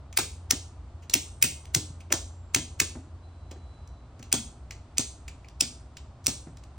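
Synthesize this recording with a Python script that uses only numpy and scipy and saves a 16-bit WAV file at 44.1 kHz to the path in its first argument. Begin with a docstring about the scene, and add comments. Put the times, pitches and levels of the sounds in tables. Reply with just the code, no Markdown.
"""Twelve breakers switched off in a steel panel

A hand flips the breakers one by one, close to a pair of microphones in a small hard room.
Each latch lets go and the contact arm slams: noise bursts shaped by the resonances of the plastic case.
Box and wall answer with a dull thud, fingers tick on the toggles, thin metal sings on as beating sines.
Shaped noise gives rumble, moving air, hiss and echo; a low hum and a thin whine sink as gliding sines."""
import sys
import numpy as np
from scipy import signal
from scipy.fft import rfft, irfft, next_fast_len
from scipy.io import wavfile
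from scipy.ndimage import uniform_filter1d

SR = 44100
rng = np.random.default_rng(int(sys.argv[2]) if len(sys.argv) > 2 else 0)


def output_pcm(signal):
    """Save a mono or channel-first signal as 16-bit PCM at the path in sys.argv[1].

    Samples are clipped to [-1, 1] before scaling.
    """
    pcm = np.clip(np.atleast_2d(signal).T, -1, 1) * 32767
    wavfile.write(sys.argv[1], SR, np.round(pcm).astype(np.int16))


N = 298995

HIT = 16384  # samples in one contact sound or echo
TIME = np.arange(N) / SR
AGE = TIME[:HIT]  # seconds since a contact sound began
HIT_HZ = np.arange(HIT // 2 + 1) * SR / HIT
ROOM_DELAY_S = .0112
OPPOSITE = np.array([[1], [-1]])  # signs that set the left and right microphone apart

# The small hard room's answer, band by band. Each row: centre in Hz, level in dB, time to fade by 60 dB in
# seconds, share of the sound unrelated between the microphones from 0 to 1.
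ROOM_ANSWER = [(100, 1.5, 0.33, 0), (330, 9.5, 0.48, 0), (696, 6.5, 0.22, 0.5), (1276, 2.5, 0.18, 0.2),
               (2200, -3, .3, 0.11), (3930, 3, 0.36, 0.97), (5270, -2.5, 0.34, 0.1), (8870, 2, 0.38, 0),
               (9800, -7, 0.037, 0), (15000, -8, 0.24, 0)]


def undb(db):
    """Decibels to gain."""
    return 10 ** (np.asarray(db) / 20)


def along(points, hz, column=1):
    """Read a table on a log-frequency axis."""
    rows = np.array(points, float)
    return np.interp(np.log(hz + 1), np.log(rows[:, 0] + 1), rows[:, column])


def add(track, s, sound):
    """Mix a sound in at time s."""
    i = max(int(s * SR), 0)
    track[..., i:i + sound.shape[-1]] += sound[..., :N - i]


def noise(points):
    """Steady noise whose spectrum follows a table of Hz and dB, rms 1."""
    size = next_fast_len(N, real=True)
    hz = np.arange(size // 2 + 1) * SR / size
    spectrum = rfft(rng.standard_normal(size)) * undb(along(points, hz))
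    x = irfft(spectrum, size)[:N]
    return x / x.std()


def tone(hz, level):
    """A sine that follows a pitch curve and a level table of seconds and dB rms."""
    db = np.interp(TIME, *np.transpose(level))
    return np.sqrt(2) * undb(db) * np.sin(2 * np.pi * np.cumsum(hz) / SR)


def moving_air(air_db=-53, width_db=-21):
    """Air moving through the room: noise common to both microphones plus a weaker part of opposite sign."""
    # Spectrum of the common part. Each row: frequency in Hz, relative density in dB per Hz.
    common_spectrum = [(70, -10.5), (120, -0.5), (182, -14), (250, -11.5), (350, -15.5), (500, -21),
                       (630, -16), (850, -19.5), (1210, -22), (1700, -32), (2400, -37.5), (4500, -38.5),
                       (9000, -57.5), (11700, -82.5)]
    # Spectrum of the part that differs between the microphones. Each row: Hz, relative dB per Hz.
    side_spectrum = [(100, -35), (350, -16), (600, -3), (1200, -1), (2000, -8), (8500, -14), (11000, -48)]
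    side = undb(width_db) * OPPOSITE * noise(side_spectrum)
    return undb(air_db) * (noise(common_spectrum) + side)


def microphone_hiss(hiss_db=-71, drift_db=1.5, drift_step_s=.15):
    """The microphones' own noise, unrelated between the two, swelling and sinking a little together."""
    # Spectrum of the hiss. Each row: frequency in Hz, relative density in dB per Hz.
    hiss_spectrum = [(200, 4), (2500, 2), (5000, -6), (8700, -2.5), (10500, -25), (16000, -42)]
    moments = np.arange(0, N / SR + 1, drift_step_s)
    drift = drift_db * np.interp(TIME, moments, rng.standard_normal(len(moments)))
    return undb(hiss_db + drift) * np.array([noise(hiss_spectrum), noise(hiss_spectrum)])


def rumble(rumble_db=-47):
    """Steady machinery rumble: low noise, alike at both microphones."""
    # Spectrum of the rumble. Each row: frequency in Hz, relative density in dB per Hz.
    rumble_spectrum = [(20, -26), (42, -12), (58, 10.5), (75, 8), (100, 0), (130, -21), (190, -27.5),
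                       (500, -49.5), (4000, -110)]
    return undb(rumble_db) * noise(rumble_spectrum)


def hum(first_hz=84.6, drop_start_s=3.5, drop_hz=12, slowing_s=.22):
    """A motor hums at steady pitch, swelling and dipping, then drops exponentially to a lower pitch."""
    # Loudness of the hum. Each row: time in seconds, level in dB rms.
    hum_level = [(0, -53), (.4, -44), (1.4, -50.5), (1.9, -43.5), (3.499, -48), (3.8, -61), (4.35, -48),
                 (5, -70)]
    dropping = np.maximum(TIME - drop_start_s, 0)
    hz = first_hz - drop_hz * (1 - np.exp(-dropping / slowing_s))
    return tone(hz, hum_level)


def resonance(hz, width_hz):
    """Bell-shaped peak of height 1."""
    return 1 / (1 + (2 * (HIT_HZ - hz) / width_hz) ** 2)


def fine_modes(depth_db=2.6, spacing_hz=110):
    """The many small resonances of one plastic part, drawn at random as dB over frequency."""
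    spots = np.arange(0, SR / 2, spacing_hz)
    return depth_db * np.interp(HIT_HZ, spots, rng.standard_normal(len(spots))) - depth_db / 4


def colour(x, db):
    """Causal (minimum-phase) filter with the given gain: resonances ring after the blow."""
    cepstrum = irfft(np.log(undb(db)))
    # fold the negative-time half onto the positive one
    cepstrum[1:HIT // 2] *= 2
    cepstrum[HIT // 2 + 1:] = 0
    return irfft(rfft(x) * np.exp(rfft(cepstrum)))


def burst(envelope):
    """Dense chatter under an envelope, with a nearly even spectrum and energy 1."""
    x = rng.standard_normal(HIT) * envelope
    for _ in range(2):
        spectrum = rfft(x)
        even = irfft(spectrum / (abs(spectrum) + 1e-12))
        x = even * (envelope / envelope.max()) ** (1 / 4)
    return x / np.sqrt(np.sum(x ** 2))


def fingers(bands, room_db=-5, rise_share=0.6):
    """Fingers find and load the toggles: light plastic ticks and short rubs; returns near sound and echo."""
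    # Each row: time in seconds, level in dB, hollowness in dB, length (decay constant) in seconds.
    touches = [(0.1272, -13.5, 3, 0.0028), (1.021, -22, 3.5, 0.017), (1.097, 2, -5.5, 0.003),
               (1.414, -4, 1.5, 0.015), (1.654, -16, 5, 0.0025), (2.003, -19, 6.5, .008),
               (2.103, -20, 19, 0.0069), (3.511, -12.5, 0.5, 0.0054), (3.875, -24, -6, .003),
               (4.193, -20.5, 2.5, 0.0047), (4.2274, -12, -0.5, 0.0023), (4.317, -5, 5.5, .006),
               (4.7084, -6, 4, 0.0026), (4.971, -5.5, 5.5, 0.0062), (5.28, -8.5, 4.5, 0.0042),
               (5.445, -29, 16, .004), (5.485, -19, 3, 0.0025), (5.969, -10, 5, 0.0039),
               (6.241, -15, -7.5, 0.013), (6.2622, 3, -2.5, 0.00079), (6.5707, -19.5, -0.5, 0.0027),
               (6.637, -21, 1.5, 0.0027)]
    # Spectrum of touched plastic. Each row: frequency in Hz, level in dB.
    tick_spectrum = [(100, -3), (700, -14), (1400, -13.5), (2300, -2.5), (3800, -7), (6000, -1.5),
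                     (9000, -8.5), (11000, -11.5), (15500, -14)]
    near, far = np.zeros(N), np.zeros((2, N))
    for s, db, hollow_db, length_s in touches:
        hollow = hollow_db * np.minimum(1.3 * resonance(2300, width_hz=1300), 1)
        # every spot that is touched favours other resonances of the plastic
        spot = fine_modes() + fine_modes(spacing_hz=400)
        body = along(tick_spectrum, HIT_HZ) + hollow + spot + db
        # a longer rub also starts more gently
        rise = 1 - np.exp(-AGE / (rise_share * length_s))
        touch = rise * np.exp(-AGE / length_s) + undb(-19) * np.exp(-AGE / .008)
        add(near, s - .0005, colour(burst(touch), body))
        add(far, s + ROOM_DELAY_S, echo(body + room_db, bands))
    return near, far


def room_bands(early_db=4, early_s=0.012):
    """For each band of the room: its gain over frequency and its fade in time, lifted early on."""
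    bands = []
    for k, (_, db, t60, _) in enumerate(ROOM_ANSWER):
        # each band fades into its neighbours
        share = along([(row[0], j == k) for j, row in enumerate(ROOM_ANSWER)], HIT_HZ)
        fade = np.exp(-np.log(1000) * AGE / t60) * undb(early_db * np.exp(-AGE / early_s))
        bands.append((undb(db) * share, fade / np.sqrt(np.sum(fade ** 2))))
    return bands


def echo(spectrum_db, bands, lumpy_db=0.5, lumpy_s=0.11):
    """The room's tail of one click: each spot on the panel sends out its own pattern of reflections."""
    apart = np.clip(along(ROOM_ANSWER, HIT_HZ, column=3), 0, 1)
    mid, side = rfft(rng.standard_normal((2, HIT)))
    both = mid * np.sqrt(1 - apart / 2) + OPPOSITE * side * np.sqrt(apart / 2)
    ears = undb(spectrum_db) * both
    tail = sum(irfft(ears * gain) * fade for gain, fade in bands)
    # the early tail is slightly uneven in level
    lumps = uniform_filter1d(np.repeat(rng.standard_normal(HIT // 64), 64), size=32)
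    return undb(lumpy_db * lumps * np.exp(-AGE / lumpy_s)) * tail


def blow(decay_s, rattle_s, rattle_db):
    """A hard contact followed by the weaker rattle of loose parts."""
    return burst(np.exp(-AGE / decay_s) + undb(rattle_db) * np.exp(-AGE / rattle_s))


def breakers(bands, case_share=0.44, arm_db=5):
    """Faint swell, latch release and slam, heard through the case, then the thud; returns near and echo."""
    # Each row: slam time in seconds, kind of case, snap in dB, latch lead in seconds, latch in dB re slam,
    # room in dB re snap, box resonance in Hz, box in dB, wall in dB, then the colour of the case:
    # knock in dB, hollowness in dB, crack in dB, ring of the contact arm in Hz.
    snaps = [(0.175, "grey", 10.5, .0032, -4, 0, 360, 11, 14.5, 7.5, 3.5, 10.5, 4920),
             (0.5098, "grey", 13, 0.003, -9, -8, 265, 12.5, 16, -5, -2, -2.5, 5910),
             (1.14, "grey", 14, .0029, -4.5, -5.5, 294, 12.5, 13.5, -16.5, 5.5, 5.5, 5760),
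             (1.4271, "grey", 14, .0021, 8.5, -1, 238, 8, 20.5, -4.5, 6, 15, 5570),
             (1.7494, "grey", 11.5, 0.0029, -3.5, -6, 321, 13.5, 26.5, -8.5, -3, -2, 6240),
             (2.1256, "grey", 11, 0.003, -6, -5, 328, 10.5, 14.5, 1.5, -5, -4, 5940),
             (2.5486, "grey", 12, 0.0025, 7, -5.5, 280, 14.5, 21.5, -5.5, 2.5, -7.5, 6315),
             (2.8025, "grey", 11, .0024, 2, -4.5, 320, 9.5, 13.5, -1.5, 4, 0.5, 6530),
             (4.3276, "black", 10.5, 0.0012, -4, -1.5, 222, 17, 19.5, 2.5, 0.5, 5.5, 5950),
             (4.9825, "black", 8.5, 0.0013, -11, -1, 252, 12, 17, -7, -2.5, -3.5, 6530),
             (5.6097, "black", 11, 0.0028, -4.5, -5.5, 248, 8, 14, -10.5, 0, -4.5, 5280),
             (6.268, "black", 10, 0.00099, -20, -3, 254, 11, 18.4, -5.5, -3, -3, 5500)]
    # Spectrum shared by all cases. Each row: frequency in Hz, level in dB.
    case_spectrum = [(60, -16.5), (400, -10.5), (1000, -10.5), (1600, -4.5), (2200, -2), (4000, -3),
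                     (6000, 2), (9000, -1.5), (12000, -2.5), (15500, 0.5)]
    # Resonances of the two kinds of case. Each row: frequency in Hz, height in dB.
    grey_modes = [(2030, 4), (2580, 3.5), (3050, 0), (8390, 2)]
    black_modes = [(1900, -8), (2470, 8.5), (3350, 0.5), (5200, 5), (8480, 11.5)]
    near, far = np.zeros(N), np.zeros((2, N))
    for (s, kind, db, lead_s, latch_db, room_db, box_hz, box_db, wall_db,
         knock_db, hollow_db, crack_db, arm_hz) in snaps:
        knock = knock_db * resonance(1150, width_hz=1200)
        hollow = hollow_db * resonance(2500, width_hz=1300)
        crack = crack_db * resonance(12500, width_hz=9300)
        shell = along(case_spectrum, HIT_HZ) + knock + crack + hollow + fine_modes()
        modes = (grey_modes if kind == "grey" else black_modes) + [(arm_hz, arm_db)]
        peaks = sum(peak_db * resonance(hz, width_hz=150 + 0.14 * hz) for hz, peak_db in modes)
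        # latch and slam share the energy of the snap
        both_db = 10 * np.log10(1 + undb(latch_db) ** 2)
        shell = shell + db - both_db - 10 * np.log10(np.mean(undb(shell + peaks) ** 2))
        # a faint noise swells for some 10 ms before the latch
        swell = undb(latch_db / 2 - 14) * burst(np.exp(-abs(AGE - .01) / 0.0037))
        # the freed arm chatters, dying away through and past the slam
        chatter = np.exp(-AGE / (2.1 * lead_s)) * (1 - np.exp(-AGE / 0.000087))
        latch = undb(latch_db) * burst(chatter)
        slam = blow(decay_s=.0007, rattle_s=.006, rattle_db=-18)
        for start, part in ((s - lead_s - .01, swell), (s - lead_s, latch), (s, slam)):
            add(near, start, colour(part, shell + peaks))
        # the room hears the case from all sides, which evens out its resonances
        add(far, s + ROOM_DELAY_S, echo(shell + case_share * peaks + both_db + room_db, bands))
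        # the heavy box and wall take a moment to swing
        add(near, s + .0095, thud(box_hz, box_db, wall_db))
    return near, far


def thud(box_hz, box_db, wall_db):
    """The steel box drums at one main resonance; the wall around it booms lower."""
    # Spectra of box and wall. Each row: frequency in Hz, level in dB.
    box_spectrum = [(60, -22), (170, -18.5), (230, -2), (370, -4), (480, -13), (750, -11.5), (1100, -21),
                    (2000, -23.5), (6000, -56)]
    wall_spectrum = [(25, -29), (60, -24), (105, -0.5), (155, -1.5), (200, -13.5), (400, -28),
                     (2000, -86.5)]
    box_tone = along(box_spectrum, HIT_HZ) + 10 * resonance(box_hz, width_hz=98)
    box = colour(blow(decay_s=0.014, rattle_s=0.065, rattle_db=-4.5), box_tone)
    wall = colour(blow(decay_s=0.0085, rattle_s=0.075, rattle_db=-6), along(wall_spectrum, HIT_HZ))
    return undb(box_db) * box + undb(wall_db) * wall


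def metal_rings(spread=.006):
    """Springs and metal parts sing on after a snap, each a pair of close decaying partials that beat."""
    # Each row: time in seconds, lower partial in Hz, its peak in dB, time to fade by 60 dB in seconds.
    ringing_parts = [(1.143, 8270, -49, 1.1), (1.141, 8300, -49.5, .4), (1.143, 5303, -42, .3),
                     (1.143, 2680, -35.5, .17), (1.428, 2126, -46.5, .5), (1.428, 7709, -43.5, .33),
                     (2.125, 7460, -54, 1.1), (2.127, 6410, -39.5, .23), (2.804, 6800, -45.5, .25),
                     (4.33, 3424, -35.5, 0.3), (4.332, 3220, -37, .3), (5.611, 7630, -46, .17)]
    out = np.zeros(N)
    age = TIME[:SR]
    for s, hz, db, t60 in ringing_parts:
        lower = np.sin(2 * np.pi * hz * age)
        upper = .5 * np.sin(2 * np.pi * hz * (1 + spread) * age)
        add(out, s, undb(db) * (lower + upper) * np.exp(-np.log(1000) * age / t60))
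    return out


def hand_bumps():
    """The hand bumps the panel, which sets box and wall swinging without a snap."""
    # Each row: time in seconds, box resonance in Hz, box in dB, wall in dB.
    bumps = [(1.896, 309.3, -12.5, 12), (2.106, 620, 12, -12), (2.953, 254, 7.5, 8),
             (3.515, 525, 3.5, -8.5), (3.56, 368, -4.5, -19), (4.197, 217, 0, 4.5), (6.469, 251, 2.5, 15)]
    out = np.zeros(N)
    for s, box_hz, box_db, wall_db in bumps:
        add(out, s, thud(box_hz, box_db, wall_db))
    return out


def whine(start_s=3.2, one_second_hz=3990, sag_hz=15):
    """A power supply runs down: its thin tone sinks with the logarithm of its age, fast and then slowly."""
    # Loudness of the whine. Each row: time in seconds, level in dB rms.
    whine_level = [(3.19, -115), (3.24, -67), (3.309, -77.5), (3.75, -69.5), (4.02, -75.5), (4.35, -115)]
    age = np.maximum(TIME - start_s, 1 / SR)
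    return tone(one_second_hz - sag_hz * np.log(age), whine_level)


def ports(x):
    """The two microphone ports hear sound above 500 Hz apart in phase, fully opposed near 12 kHz."""
    # Phase by which the left port lags the right. Each row: frequency in Hz, lag in radians.
    port_lag = [(0, 0), (500, 0), (1700, -.25), (2700, -1.05), (4500, -.4), (5500, .7), (11800, 3.14),
                (16000, 4.2)]
    lag = np.interp(np.arange(N // 2 + 1) * SR / N, *np.transpose(port_lag))
    return irfft(rfft(x) * np.exp(1j * lag / 2 * -OPPOSITE), N)


def scene():
    """Snaps, ticks and panel close by with the room's echo, over the background."""
    bands = room_bands()
    background = moving_air() + microphone_hiss() + rumble() + hum() + whine()
    ticks, tick_echo = fingers(bands)
    snaps, snap_echo = breakers(bands)
    near = ticks + snaps + metal_rings() + hand_bumps()
    return ports(near + tick_echo + snap_echo) + background


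def record(dry, top_hz=15900):
    """Full scale clips the peaks, then a steep low-pass cuts the top."""
    low_pass = signal.ellip(10, .2, 80, top_hz, fs=SR, output="sos")
    return signal.sosfilt(low_pass, np.clip(dry, -1, 1))


dry = scene()
out = record(dry)
output_pcm(out)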